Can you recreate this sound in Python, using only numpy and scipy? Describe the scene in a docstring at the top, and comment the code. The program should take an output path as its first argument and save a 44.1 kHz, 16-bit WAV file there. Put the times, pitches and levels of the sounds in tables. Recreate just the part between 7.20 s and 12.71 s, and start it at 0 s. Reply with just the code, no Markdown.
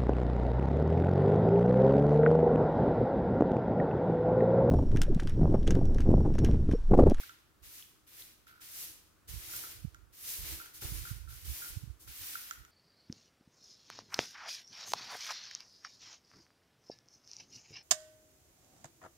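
"""A small, bare room with a tiled corner, where a soft grass broom sweeps in uneven strokes.
Slipping fibre tips make a bright hiss (filtered noise) over a low murmur; the broom head pats down once.
The hollow handle clicks and creaks and stalks snap (decaying sines), and the room echoes (decaying noise).
The hand that holds the phone bumps and rubs beside its right microphone, over quiet house noise."""
import sys
import numpy as np
from scipy import signal
from scipy.fft import rfft, irfft
from scipy.io import wavfile

SR = 44100
rng = np.random.default_rng(int(sys.argv[2]) if len(sys.argv) > 2 else 0)


def store_wav(level_fs):
    """Save 16-bit WAV to argv[1]."""
    pcm = np.round(np.clip(np.atleast_2d(level_fs), -1, 1) * 32767)
    wavfile.write(sys.argv[1], SR, pcm.T.astype(np.int16))


N = 242978
T = np.arange(N) / SR  # time [s]

# Broom strokes, each with a steady drag and a push: (touch-down [s], contact length [s], drag level [dB],
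# push middle after touch-down [s], push width [s], push level [dB], brightness [dB],
# murmur relative to drag and push [dB])
STROKE_TABLE = [ (-.02, 0.048, -50.5, 0.024, 0.0093, -48.5, -3.5, -21),
                (.421, 0.16, -55.5, 0.21, 0.09, -50, 0.5, -25),
                (.863, 0.15, -60, 0.19, 0.074, -48, -1, -17.5),
                (1.262, 0.039, -67, 0.015, 0.024, -59, -5.5, -43),
                (1.402, 0.24, -53, 0.22, 0.071, -44, 1.2, -18.5),
                (2.073, 0.44, -48.5, 0.3, 0.061, -42.5, .8, -14),
                (2.921, 0.29, -59.5, 0.21, 0.077, -40.5, 1.1, -18),
                (3.183, .25, -51, .12, 0.055, -41.5, -1, -13.5),
                (3.53, 0.046, -53, .025, .02, -56, 2.2, -20),
                (3.604, 0.3, -48.5, .01, 0.17, -44.5, .3, -28), (4.079, 0.15, -54, 0.081, .03, -58, 1, -19),
                (4.238, .26, -52.5, 0.16, .11, -43.5, 0.5, -17.5),
                (4.79, 0.047, -69, 0.029, 0.032, -58, 3.5, -9),
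                (4.866, 0.42, -51.5, 0.23, 0.11, -43.5, -0.5, -26)]


def undb(db):
    """Level law: decibels to amplitude gain."""
    return 10 ** (np.asarray(db) / 20)


def unit(x):
    """Normalisation: scale to rms 1."""
    return x / np.sqrt(np.mean(x ** 2))


def fade(t, t60_s):
    """Exponential decay: amplitude falls by 60 dB in t60."""
    return np.exp(-np.log(1000) * t / t60_s)


def swell(t, width_s):
    """Gaussian envelope: a smooth rise and fall around t = 0."""
    return np.exp(-.5 * np.minimum((t / width_s) ** 2, 100))


def walk(rate):
    """Random modulation: straight lines join `rate` random values per second, spread near 1."""
    knots = rng.standard_normal(size=4000)
    return 1.2 * np.interp(T * rate, np.arange(len(knots)), knots)


def colour(x, points):
    """Spectral shaping: filter by (frequency [Hz], level [dB]) points on a log-frequency axis, to rms 1."""
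    hz, db = np.transpose(points)
    f = np.maximum(np.fft.rfftfreq(x.shape[-1], 1 / SR), 1)
    gain = undb(np.interp(np.log(f), np.log(hz), db))
    return unit(irfft(rfft(x) * gain, x.shape[-1]))


def band(x, lo_hz, hi_hz):
    """Band-pass filtering: keep what lies between two frequencies."""
    return signal.sosfilt(signal.butter(2, [lo_hz, min(hi_hz, .48 * SR)], "band", fs=SR, output="sos"), x)


def lowpass(hz):
    """Second-order low-pass sections."""
    return signal.butter(2, hz, fs=SR, output="sos")


def ring(modes):
    """Modal synthesis: 0.1 s of decaying sines of (frequency [Hz], level [dB], t60 [s])."""
    t = T[:SR // 10]
    return sum(undb(db - 60 * t / t60) * np.sin(2 * np.pi * hz * t) for hz, db, t60 in modes)


def add(track, s, sound):
    """Superposition: mix a sound in at a time."""
    i = max(int(s * SR), 0)
    track[..., i:i + sound.shape[-1]] += sound[..., :N - i]


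def room(x):
    """Diffuse reverberation of tiles and plaster, different at each microphone; the treble dies first."""
    t60_s, treble_t60_s, rise_s = .6, .45, 0.0017
    t, noise = T[:SR], rng.standard_normal((2, SR))
    low = signal.sosfilt(lowpass(4000), noise)
    tail = low * fade(t, t60_s) + (noise - low) * fade(t, treble_t60_s)
    tail *= np.minimum(t / rise_s, 1)
    return signal.fftconvolve(np.atleast_2d(x), unit(tail) / np.sqrt(SR), axes=1)[:, :N]


def standing_wave(x):
    """Room mode: low sounds build up a standing wave between the walls, alike at both microphones."""
    mode_hz, mode_t60_s, mode_db = 324, 0.35, 8
    t = T[:SR]
    decay = fade(t, mode_t60_s)
    mode = 2 * decay / decay.sum() * np.sin(2 * np.pi * mode_hz * t)
    return undb(mode_db) * signal.fftconvolve(x.mean(axis=0), mode)[:N]


def air(db, boom_db):
    """Partly correlated house noise; a narrow-band room resonance swells in it, alike at both microphones."""
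    # Spectrum of the house noise: (frequency [Hz], level [dB])
    air_spectrum = [(15, -25), (30, 1.5), (60, 8), (120, 5), (200, -2.5), (320, 1), (480, -6), (800, -10),
                    (1300, -4), (2000, -13), (6000, -18), (15000, -19)]
    noise = rng.standard_normal((2, N)) + 0.74 * rng.standard_normal(N)
    boom = unit(band(rng.standard_normal(N), 300, 326)) * undb(boom_db + walk(4.8))
    return undb(db + .5 * walk(4.14)) * colour(noise, air_spectrum) + boom


def hand(leak_db):
    """Structure-borne sound: soft knocks and rubbing rumble reach the right microphone through the phone."""
    # The hand shifts its grip on the phone: (middle [s], width [s], level [dB])
    rubs = [(.45, 0.025, -54), (1.75, 0.13, -72), (2.147, 0.031, -37.5), (2.27, 0.049, -53.5),
            (2.6, 0.031, -48), (2.809, 0.081, -56), (3.232, .03, -40.5), (3.33, 0.033, -43.5),
            (3.76, 0.07, -37.5), (3.97, 0.053, -40.5), (4.11, 0.053, -43.5), (4.288, 0.032, -37.5),
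            (4.52, 0.014, -43), (4.67, 0.053, -48), (4.892, 0.018, -42), (5.021, 0.02, -52),
            (5.409, 0.024, -50)]
    # The hand knocks the phone: (time [s], level before softening [dB], frequency [Hz])
    bumps = [(2.651, -20.5, 137), (2.679, -29.5, 72), (3.655, -27, 81), (3.722, -26.5, 122),
             (3.916, -22.5, 100), (4.573, -22, 94), (4.639, -28, 120), (4.677, -33.5, 117),
             (4.706, -29, 72)]
    # in periods of the knock: its rise and fall, and the rounding of its peak by the skin
    bump_cycles, bump_softness = 0.44, 0.1
    rumble = colour(rng.standard_normal(N), [
        (15, -62), (26, -29), (38, 0.5), (62, 9.5), (100, -1.5), (150, -9.5), (220, -29.5),
        (400, -30), (1000, -78)])
    rub_power = sum((undb(db) * swell(T - s, width)) ** 2 for s, width, db in rubs)
    right = rumble * np.sqrt(rub_power)
    for s, db, hz in bumps:
        cycles = hz * (T - s)
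        envelope = np.exp(-np.hypot(cycles, bump_softness) / bump_cycles)
        right += undb(db) * envelope * np.sin(2 * np.pi * cycles)
    return np.array([undb(leak_db) * right, right])


def handle(room_db, left_db):
    """Stick-slip excites a resonator: each slip rings the hollow handle, with a crack, and chatters on.
    The handle is nearer the right microphone."""
    # Clicks and creaks: (time [s], level [dB], crack relative to click [dB], chatter t60 [s])
    clicks = [ (0.034, -39, -11, 0.033), (.094, -39, -7, 0.14), (1.269, -46.5, -11, 0.97),
              (2.294, -45.5, -22, 0.35), (2.337, -36.5, -25, 0.19), (2.437, -36.5, -28, 0.22),
              (2.746, -43.5, -3, 0.087), (3.399, -37, -23, 0.24), (3.458, -41, -26, .06),
              (3.621, -42.5, -13, .03), (3.852, -35.5, -25, 0.24), (3.872, -37, -33, 0.21),
              (4.075, -45, -26, 0.31), (4.125, -49, -20, 0.26), (4.42, -37.5, -22, 0.27),
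              (4.875, -48, -16, 0.13), (5.154, -27, -26, .012), (5.3103, -27, -3, .011),
              (5.357, -48, -22, 0.067), (5.45, -49.5, 1.5, 0.077)]
    # Hollow modes, relative to the main ring: (frequency ratio [1], level [dB], t60 [s])
    hollow_modes = [(0.97, 2, 0.023), (1.042, -7.5, 0.036), (1.3, -7, 0.027)]
    # Sharp crack: (frequency [Hz], level [dB], t60 [s])
    crack_modes = [(2070, -3, 0.0069), (3200, 5, 0.002), (5900, 3.5, 0.003), (6830, -1, 0.0076),
                   (13100, -3, 0.0036)]
    main_hz, spread = 1422, 0.026  # the pitch varies a little from slip to slip
    chatter_per_s, left_delay_s = 500, .00022
    dry, t = np.zeros(N), T[:SR // 4]
    for s, db, crack_db, chatter_s in clicks:
        hz = main_hz * (1 + spread * rng.standard_normal())
        slips = (rng.random(len(t)) < chatter_per_s / SR) * .4 * rng.standard_normal(len(t))
        slips *= fade(t, chatter_s) * (t > .004)
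        slips[0] = 1  # the click itself
        modes = [(hz * ratio, mode_db, t60) for ratio, mode_db, t60 in hollow_modes]
        hollow = band(ring(modes), 1365, 1730)
        add(dry, s, undb(db) * signal.fftconvolve(slips, hollow))
        add(dry, s, undb(db + crack_db) * band(ring(crack_modes), 1560, 15000))
    late = np.interp(T - left_delay_s, T, dry)
    return np.array([undb(left_db) * late, dry]) + undb(room_db) * room(dry)


def stalks(room_db):
    """Free vibration after release: stiff stalks flick free with a short, high tick of two modes."""
    # Snaps of single stalks: (time [s], level [dB], reference frequency just below both modes [Hz])
    snaps = [(.095, -49, 3160), (0.6252, -40.5, 3030), (1.022, -40, 3610), (2.361, -36, 6700),
             (2.365, -28.5, 11600)]
    dry = np.zeros(N)
    for s, db, hz in snaps:
        tick = ring([(hz * 1.094, -4, .012), (hz * 1.01, -5, .009)])
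        add(dry, s, undb(db) * band(tick, hz * .75, hz * 1.3))
    return dry + undb(room_db) * room(dry)


def pat():
    """Impact excitation: the broom head lands flat once and stirs the low resonances of the room."""
    start_s, rise_s, t60_s, level_db = 3.618, 0.0052, 0.7, -49
    thud = colour(rng.standard_normal((2, N)), [
        (25, -18), (60, -10), (140, 6), (220, -16), (320, 4), (400, -3), (500, -4.5), (650, -10),
        (1200, -9), (4000, -22)])
    age = np.maximum(T - start_s, 0)
    return thud * np.minimum(age / rise_s, 1) * fade(age, t60_s) * undb(level_db)


def stroke(s, length_s, drag_db, after_s, width_s, push_db, t60_s):
    """Friction envelope: quick attack, steady drag with a push on top, fade through the room after lift-off."""
    attack_s = .016  # the fibres settle on the tiles within this time
    age, level = T[:2 * SR], np.zeros(N)
    push = undb(push_db) * swell(np.minimum(age, length_s) - after_s, width_s)
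    release = fade(np.maximum(age - length_s, 0), t60_s)
    shape = np.minimum(age / attack_s, 1) * np.hypot(undb(drag_db), push) * release
    add(level, s, shape[max(int(-s * SR), 0):])  # a stroke may already be under way at time 0
    return level


def body():
    """Forced vibration: the pressed bundle of grass murmurs low with the swish; the room holds these lows."""
    murmur_t60_s = 0.91
    power = sum((undb(murmur_db) * stroke(*shape, murmur_t60_s)) ** 2
                for *shape, _, murmur_db in STROKE_TABLE)
    drive = rng.standard_normal(N) * np.sqrt(power)
    murmur = np.std(drive) * colour(drive, [
        (40, 0.5), (130, 1), (220, -18), (315, -3), (420, -3.0), (650, -13.0), (1000, -12), (3000, -68)])
    return undb(-5.5) * murmur + undb(-9) * room(murmur)


def fibres(rate, spread_db):
    """Random impulse process: tiny slips of fibre tips at random moments, many faint, a few strong."""
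    slips = (rng.random((2, N)) < rate / SR) * rng.standard_normal((2, N))
    return unit(slips * undb(spread_db * np.minimum(rng.exponential(size=(2, N)), 5)))


def broom():
    """Friction noise: slipping fibres merge into a hiss; bunches catch and let go, faster tips sound brighter."""
    # Spectrum of the swish: (frequency [Hz], level [dB])
    swish_spectrum = [(150, -78), (250, -35), (308, -5), (354, -29), (467, -10), (536, -19), (708, -14.5),
                      (1060, -8), (2080, -1), (3090, -1), (6090, -1), (7620, -3.5), (12800, 1), (15000, 1),
                      (15800, -9.5)]
    # Low, middle and top range: (gain [dB], share of the stroke's brightness [1],
    # extra level of the push [dB], t60 after lift-off [s])
    ranges = [(0.5, -0.94, -3.5, 0.67), (0.5, 1, 0, 0.6), (1, 0.36, -0.1, .48)]
    flutter_db, flutter_per_s = .45, 30
    grains = undb(-5) * fibres(rate=5000, spread_db=2.0)
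    hiss = colour(rng.standard_normal((2, N)) + grains, swish_spectrum)
    low = signal.sosfiltfilt(lowpass(4800), hiss)
    top = signal.sosfiltfilt(signal.butter(3, 9500, "high", fs=SR, output="sos"), hiss)
    middle = hiss - low - top
    swish = 0
    for part, (db, share, extra_db, t60) in zip((low, middle, top), ranges):
        power = sum((undb(share * bright) * stroke(s, length, drag, after, width, push + extra_db, t60)) ** 2
                    for s, length, drag, after, width, push, bright, _ in STROKE_TABLE)
        swish = swish + part * np.sqrt(power) * undb(db + .5 * walk(35))
    return swish * undb(flutter_db * walk(flutter_per_s))


def scene():
    """Superposition of all sources in the room."""
    lows = body() + pat()
    broom_head = broom() + lows + standing_wave(lows) + stalks(room_db=-5)
    clicks = handle(room_db=-11, left_db=-5)
    return air(db=-68.5, boom_db=-82.5) + hand(leak_db=-41) + clicks + broom_head


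def record(dry):
    """Band limiting: a steep low-pass, as the phone cuts the top."""
    top_hz = 15850
    return signal.sosfilt(signal.ellip(10, .2, 70, top_hz, fs=SR, output="sos"), dry)


dry = scene()
out = record(dry)
store_wav(out)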